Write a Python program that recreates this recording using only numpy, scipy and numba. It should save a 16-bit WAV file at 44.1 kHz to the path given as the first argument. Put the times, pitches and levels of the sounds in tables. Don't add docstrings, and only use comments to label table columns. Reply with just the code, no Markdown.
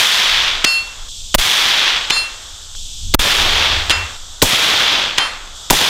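import sys
import numpy as np
from scipy import signal
from scipy.fft import rfft, irfft, next_fast_len
from scipy.io import wavfile
from numba import njit

SR = 44100
rng = np.random.default_rng(int(sys.argv[2]) if len(sys.argv) > 2 else 0)


def dump_mix(stems):
    frames = np.atleast_2d(stems).T
    limited = np.clip(frames, -1, 1)
    pcm = np.round(limited * 32767).astype(np.int16)
    wavfile.write(sys.argv[1], SR, pcm)


N = 259734


def amp(db):
    return 10 ** (np.asarray(db) / 20)


def unit(x):
    return x / np.sqrt(np.mean(x ** 2) + 1e-20)


def clock():
    return np.arange(N) / SR


def filtered(x, response):
    m = next_fast_len(N + 8192)
    gain = response(np.fft.rfftfreq(m, 1 / SR))
    return irfft(rfft(x, m) * gain, m)[:N]


def noise(spectrum, spiky_db=0):
    frequency_hz, level_db = np.transpose(spectrum)
    impulses = rng.standard_normal(N) * amp(spiky_db * rng.standard_normal(N))

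    def colour(hz):
        return amp(np.interp(np.log(hz + 1), np.log(frequency_hz), level_db))
    return unit(filtered(impulses, colour))


def fade(s, t60, attack):
    age = np.maximum(clock() - s, 0)
    return (1 - np.exp(-age / attack)) * amp(-60 * np.minimum(age / t60, 5))


# frequency_hz, level_db
WIND_COLOUR = [(20, 8.5), (45, -11.5), (80, -11.5), (120, -25), (250, -34.5), (700, -94)]
# frequency_hz, level_db
RUMBLE_COLOUR = [(25, -1), (50, -16), (72, 2.5), (88, -2), (110, -29), (250, -51)]
# centre_s, level_db, half_width_s
GUSTS = [(.38, -18, 0.12), (1.35, -35, 0.43), (2.83, -29, 0.094), (3.07, -17, 0.027), (3.35, -7.5, 0.25)]
BREEZE_DB = -30.5
RUMBLE_START_S, RUMBLE_END_S, RUMBLE_EDGE_S = 3.28, 4.14, 0.14
RUMBLE_DB, RUMBLE_SAG_DB_PER_S = -15.5, 10.5


def wind():
    t = clock()
    gusts = sum(amp(db) * np.exp(-((t - s) / width) ** 2) for s, db, width in GUSTS)
    strength = amp(BREEZE_DB) + gusts
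    held = np.clip(np.minimum(t - RUMBLE_START_S, RUMBLE_END_S - t) / RUMBLE_EDGE_S, 0, 1)
    swell = held * amp(RUMBLE_DB - RUMBLE_SAG_DB_PER_S * (t - RUMBLE_START_S))
    return strength * noise(WIND_COLOUR) + swell * noise(RUMBLE_COLOUR)


# frequency_hz, level_db
INSECT_COLOUR = [(200, -22), (900, -21), (2000, -29.5), (2700, -13), (3400, 2.5), (4200, -6), (6000, -4.5),
                 (7700, -4), (9000, -16), (10500, -28), (13000, -23), (16000, -40)]
# frequency_hz, level_db
LEAF_COLOUR = [(60, -31), (150, -3), (400, -0.5), (800, 4.5), (1400, 8), (2200, -5.5), (5000, -31)]
# start_s, level_db
CLICKS = [(1.083, -33), (2.75, -30)]
# end_s, chorus_level_db at the stretch's start, leaf_level_db
STRETCHES = [(1.085, -33.5, -61), (2.751, -31.5, -73), (4.168, -31, -64.5), (5.551, -35.5, -46.5),
             (5.9, -34, -44.5)]
CHORUS_FALL_DB_PER_S = 2.03


def meadow():
    t, insects, leaves = clock(), noise(INSECT_COLOUR), noise(LEAF_COLOUR)
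    clicks = sum(amp(db) * fade(s, t60=0.016, attack=0.00033) for s, db in CLICKS)
    out = noise(LEAF_COLOUR) * clicks
    start = 0
    for end, chorus_db, leaf_db in STRETCHES:
        chorus = amp(chorus_db - CHORUS_FALL_DB_PER_S * (t - start)) * insects
        out += (chorus + amp(leaf_db) * leaves) * ((t >= start) & (t < end))
        start = end
    return out


MODE_HZ = [1475, 2713, 3135, 3569, 4168, 4381, 4463, 4962, 5367, 6025, 6648, 6756, 6928, 7171, 7590, 8236,
           9049, 9152, 10060, 10250, 10680, 11540, 12280, 13200, 13800, 14544]
# level_db, t60_s
MODE_DECAYS = [(-20, 0.29), (-4.5, 0.37), (-5.5, 0.21), (8, 0.13), (2, 0.29), (0, 0.26), (-4, 0.21),
               (7, 0.19), (2, 0.19), (-9, 0.2), (-2, 0.17), (-13, 0.29), (-11, 0.27), (1, .18),
               (-2.5, 0.23), (-3, 0.17), (-3, 0.26), (-16, 0.22), (-11.5, 0.3), (-12, 0.19), (-15, 0.31),
               (-19, 0.34), (-17, 0.28), (-17, .26), (-25, 0.22), (-17, .23)]
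MID_MODE_HZ = 4000
SWING_DB, SWING_HZ, SWING_SPREAD = 3.5, 7, .4


def ring(brightness_db, favoured_hz, favour_db, build_up, bloom_hz=5000, scatter_db=2):
    age = np.arange(SR * 3 // 4) / SR
    out = np.zeros(len(age))
    favoured = [min(MODE_HZ, key=lambda hz: abs(hz - near)) for near in favoured_hz]
    for hz, (db, t60) in zip(MODE_HZ, MODE_DECAYS):
        phase, side = rng.uniform(0, 2 * np.pi, 2)
        swing_hz = SWING_HZ * (1 + SWING_SPREAD * rng.uniform(-1, 1))
        struck_db = db + brightness_db * np.log2(hz / MID_MODE_HZ)
        struck_db += favour_db * (hz in favoured) + scatter_db * rng.standard_normal()
        lobes_db = SWING_DB * np.sin(2 * np.pi * swing_hz * age + side)
        rise_s = build_up * np.sqrt(hz / bloom_hz)
        rise = (1 - np.exp(-age / rise_s)) ** 2
        level = amp(struck_db + lobes_db - 60 * age / t60)
        out += rise * level * np.sin(2 * np.pi * hz * age + phase)
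    return out


# frequency_hz, level_db
METAL_COLOUR = [(100, -9), (1000, -12.5), (2000, -3.5), (3200, 0), (5000, -7), (9000, -17.5), (16000, -36)]
# frequency_hz, level_db
PLATE_ECHO_COLOUR = [(60, -26), (150, -8), (400, -2), (1200, 10.5), (2000, 9), (3300, 2.5), (6000, -7),
                     (12000, -32)]
# start_s, clash_level_db, clash_t60_s, ring_level_db, brightness_db_per_octave,
# favoured_pitch_hz, second_favoured_pitch_hz, favour_gain_db, build_up_s, echo_level_db
HITS = [(0.6448, 19.5, .019, 1, -0.5, 2713, 4381, 10.5, 0.065, -17.5),
        (2.1035, 12.5, 0.019, -9.5, -2, 4168, 4463, 4, 0.031, -19.5),
        (2.159, -7, 0.022, -20, -5, 2713, 4463, 16.5, 0.011, -33),
        (3.9018, 5.5, 0.06, -15.5, -6, 2713, 6928, 13.5, 0.019, -12.5),
        (5.1807, 12, 0.026, -11, -5, 3135, 10250, 14, 0.035, -13.5)]
# start_s, level_db
TICKS = [(0.642, 0), (2.1002, -5), (3.8964, 3.5), (5.177, -9)]


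def plate():
    out = np.zeros(N)
    clash, scatter = noise(METAL_COLOUR), noise(PLATE_ECHO_COLOUR)
    for s, clash_db, t60, ring_db, brightness_db, *favoured_hz, favour_db, build_up, echo_db in HITS:
        out += amp(clash_db) * clash * fade(s, t60=t60, attack=0.0072)
        out += amp(echo_db) * scatter * fade(s, t60=0.52, attack=0.0033)
        start = round(s * SR)
        tone = ring(brightness_db, favoured_hz, favour_db, build_up)
        out[start:start + len(tone)] += amp(ring_db) * tone[:N - start]
    for s, db in TICKS:
        out += amp(db) * clash * fade(s, t60=0.011, attack=0.00057)
    return out


SPREAD_DB_PER_S, TREBLE_DB, DULLING_DB_PER_S = 23, 11.5, 29.5
EARLY_TREBLE_DB, EARLY_S = 17.5, 0.032
TREE_LINE_S, EDGE_S, EDGE_DB, BEYOND_DB_PER_S = .53, 0.19, 8.5, 25


def tree_line(age):
    early, beyond = np.exp(-age / EARLY_S), np.maximum(age - TREE_LINE_S, 0)
    edge_db = EDGE_DB * np.minimum(beyond / EDGE_S, 1) + BEYOND_DB_PER_S * beyond
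    level_db = -SPREAD_DB_PER_S * age - edge_db
    treble_db = TREBLE_DB + EARLY_TREBLE_DB * early - DULLING_DB_PER_S * age
    return level_db, treble_db


# frequency_hz, level_db
CRACK_COLOUR = [(60, -19.5), (300, -19), (600, -12.5), (1100, -5), (2000, -3), (2900, -0.5), (3400, 4),
                (4100, -3.5), (6000, -11), (9000, -24), (16000, -31)]
# frequency_hz, level_db
BOOM_COLOUR = [(30, -22), (80, 12), (130, 6), (260, 4), (500, 5), (950, 6), (1300, -16), (3500, -11),
               (12000, -58)]
# delay_s after the shot, level_db re the echo's bass
OBSTACLES = [(0.102, -10.5), (0.306, -18.5)]
ROLL_DB, ROLL_T60_S = -15, 2.175


def foliage(bass_hz=650, treble_hz=7000, crack_db=2, clump_db=0.82):
    cracks, boom, woods = noise(CRACK_COLOUR, spiky_db=4.0), noise(BOOM_COLOUR), noise(LEAF_COLOUR)
    bass = filtered(cracks, lambda hz: 1 / (1 + (hz / bass_hz) ** 4))
    treble = filtered(cracks, lambda hz: 1 - 1 / (1 + (hz / treble_hz) ** 6))
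    body, out, t = cracks - bass - treble, np.zeros(N), clock()
    for (s, *_, echo_db, bass_db), (end, *_) in zip(SHOTS, STRETCHES):
        level_db, treble_db = tree_line(np.maximum(t - s, 0))
        bands = body + amp(bass_db) * bass + amp(treble_db) * treble
        echo = amp(crack_db + level_db) * bands
        echo += amp(ROLL_DB) * woods * fade(s, t60=ROLL_T60_S, attack=0.79)
        for delay, db in OBSTACLES:
            echo += boom * amp(bass_db + db) * fade(s + delay, t60=0.12, attack=.005)
        out += amp(echo_db) * echo * ((t > s) & (t < end))
    clumps = unit(filtered(rng.standard_normal(N), lambda hz: np.exp(-hz / 90)))
    return out * amp(clump_db * clumps)


# frequency_hz, level_db
BLAST_COLOUR = [(40, 2.5), (140, -21.5), (300, 7), (500, -5), (900, -3.5), (1500, -7.5), (3500, -14),
                (7000, -42), (16000, -10.5)]
# start_s at the muzzle, blast_level_db, boom_level_db, suction_level_db, suction_length_s,
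# echo_level_db, echo_bass_db
SHOTS = [(-.115, 36, 6, 34, 0.096, 4, -1), (1.348, 37, 20.5, 32, .049, 3.5, 0),
         (3.1447, 46.5, 27, 40, 0.058, 3.5, 7.5), (4.424, 22, 18, 18, 0.041, 3, 6.5),
         (5.7059, 30.5, 28.5, 30.5, 0.035, 10, 8)]
HAMMER_DB, BLAST_T60_S = 13.5, 0.018


def rifle(lead=0.00602, hammer_attack=0.0048, bank_delay=0.016, bank_db=9):
    steel, gas, wood, out = noise(METAL_COLOUR), noise(BLAST_COLOUR), noise(BOOM_COLOUR), np.zeros(N)
    for s, blast_db, boom_db, suction_db, length, *_ in SHOTS:
        out += amp(HAMMER_DB) * steel * fade(s - lead, t60=0.014, attack=hammer_attack)
        out += amp(blast_db) * gas * fade(s, t60=BLAST_T60_S, attack=0.0015)
        out += amp(boom_db) * wood * fade(s, t60=0.1, attack=0.00072)
        out += amp(bank_db) * steel * fade(s + bank_delay, t60=0.058, attack=0.012)
        progress = np.clip((clock() - s) / length, 0, 1)
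        out -= amp(suction_db) * np.sin(np.pi * progress) * (1 - progress)
    return out


def scene():
    return (rifle() + foliage() + plate() + meadow() + wind())[None]


@njit
def follow(size, start, attack, release):
    out, level = np.empty_like(size), start
    for i in range(len(size)):
        level += (size[i] - level) / (attack if size[i] > level else release)
        out[i] = level
    return out


def clip(x, top, order):
    return x / (1 + np.abs(x / top) ** order) ** (1 / order)


GAIN_ATTACK_S, FULL_SCALE, TOP_HZ = .009, 1, 15500


def record(dry, rail_db=18, coupling_hz=20, target_db=-12, release=0.027):
    mic = clip(dry[0], amp(rail_db), order=6)
    mic = signal.sosfilt(signal.butter(2, coupling_hz, "high", fs=SR, output="sos"), mic)
    size = np.abs(mic)
    level = follow(size, np.mean(size[:SR // 20]), GAIN_ATTACK_S * SR, release * SR)
    gain = clip(level + 1e-9, amp(target_db), order=4) / (level + 1e-9)
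    out = clip(mic * gain, FULL_SCALE, order=8)
    return signal.sosfilt(signal.butter(16, TOP_HZ, fs=SR, output="sos"), out)[None]


dry = scene()
out = record(dry)
dump_mix(out)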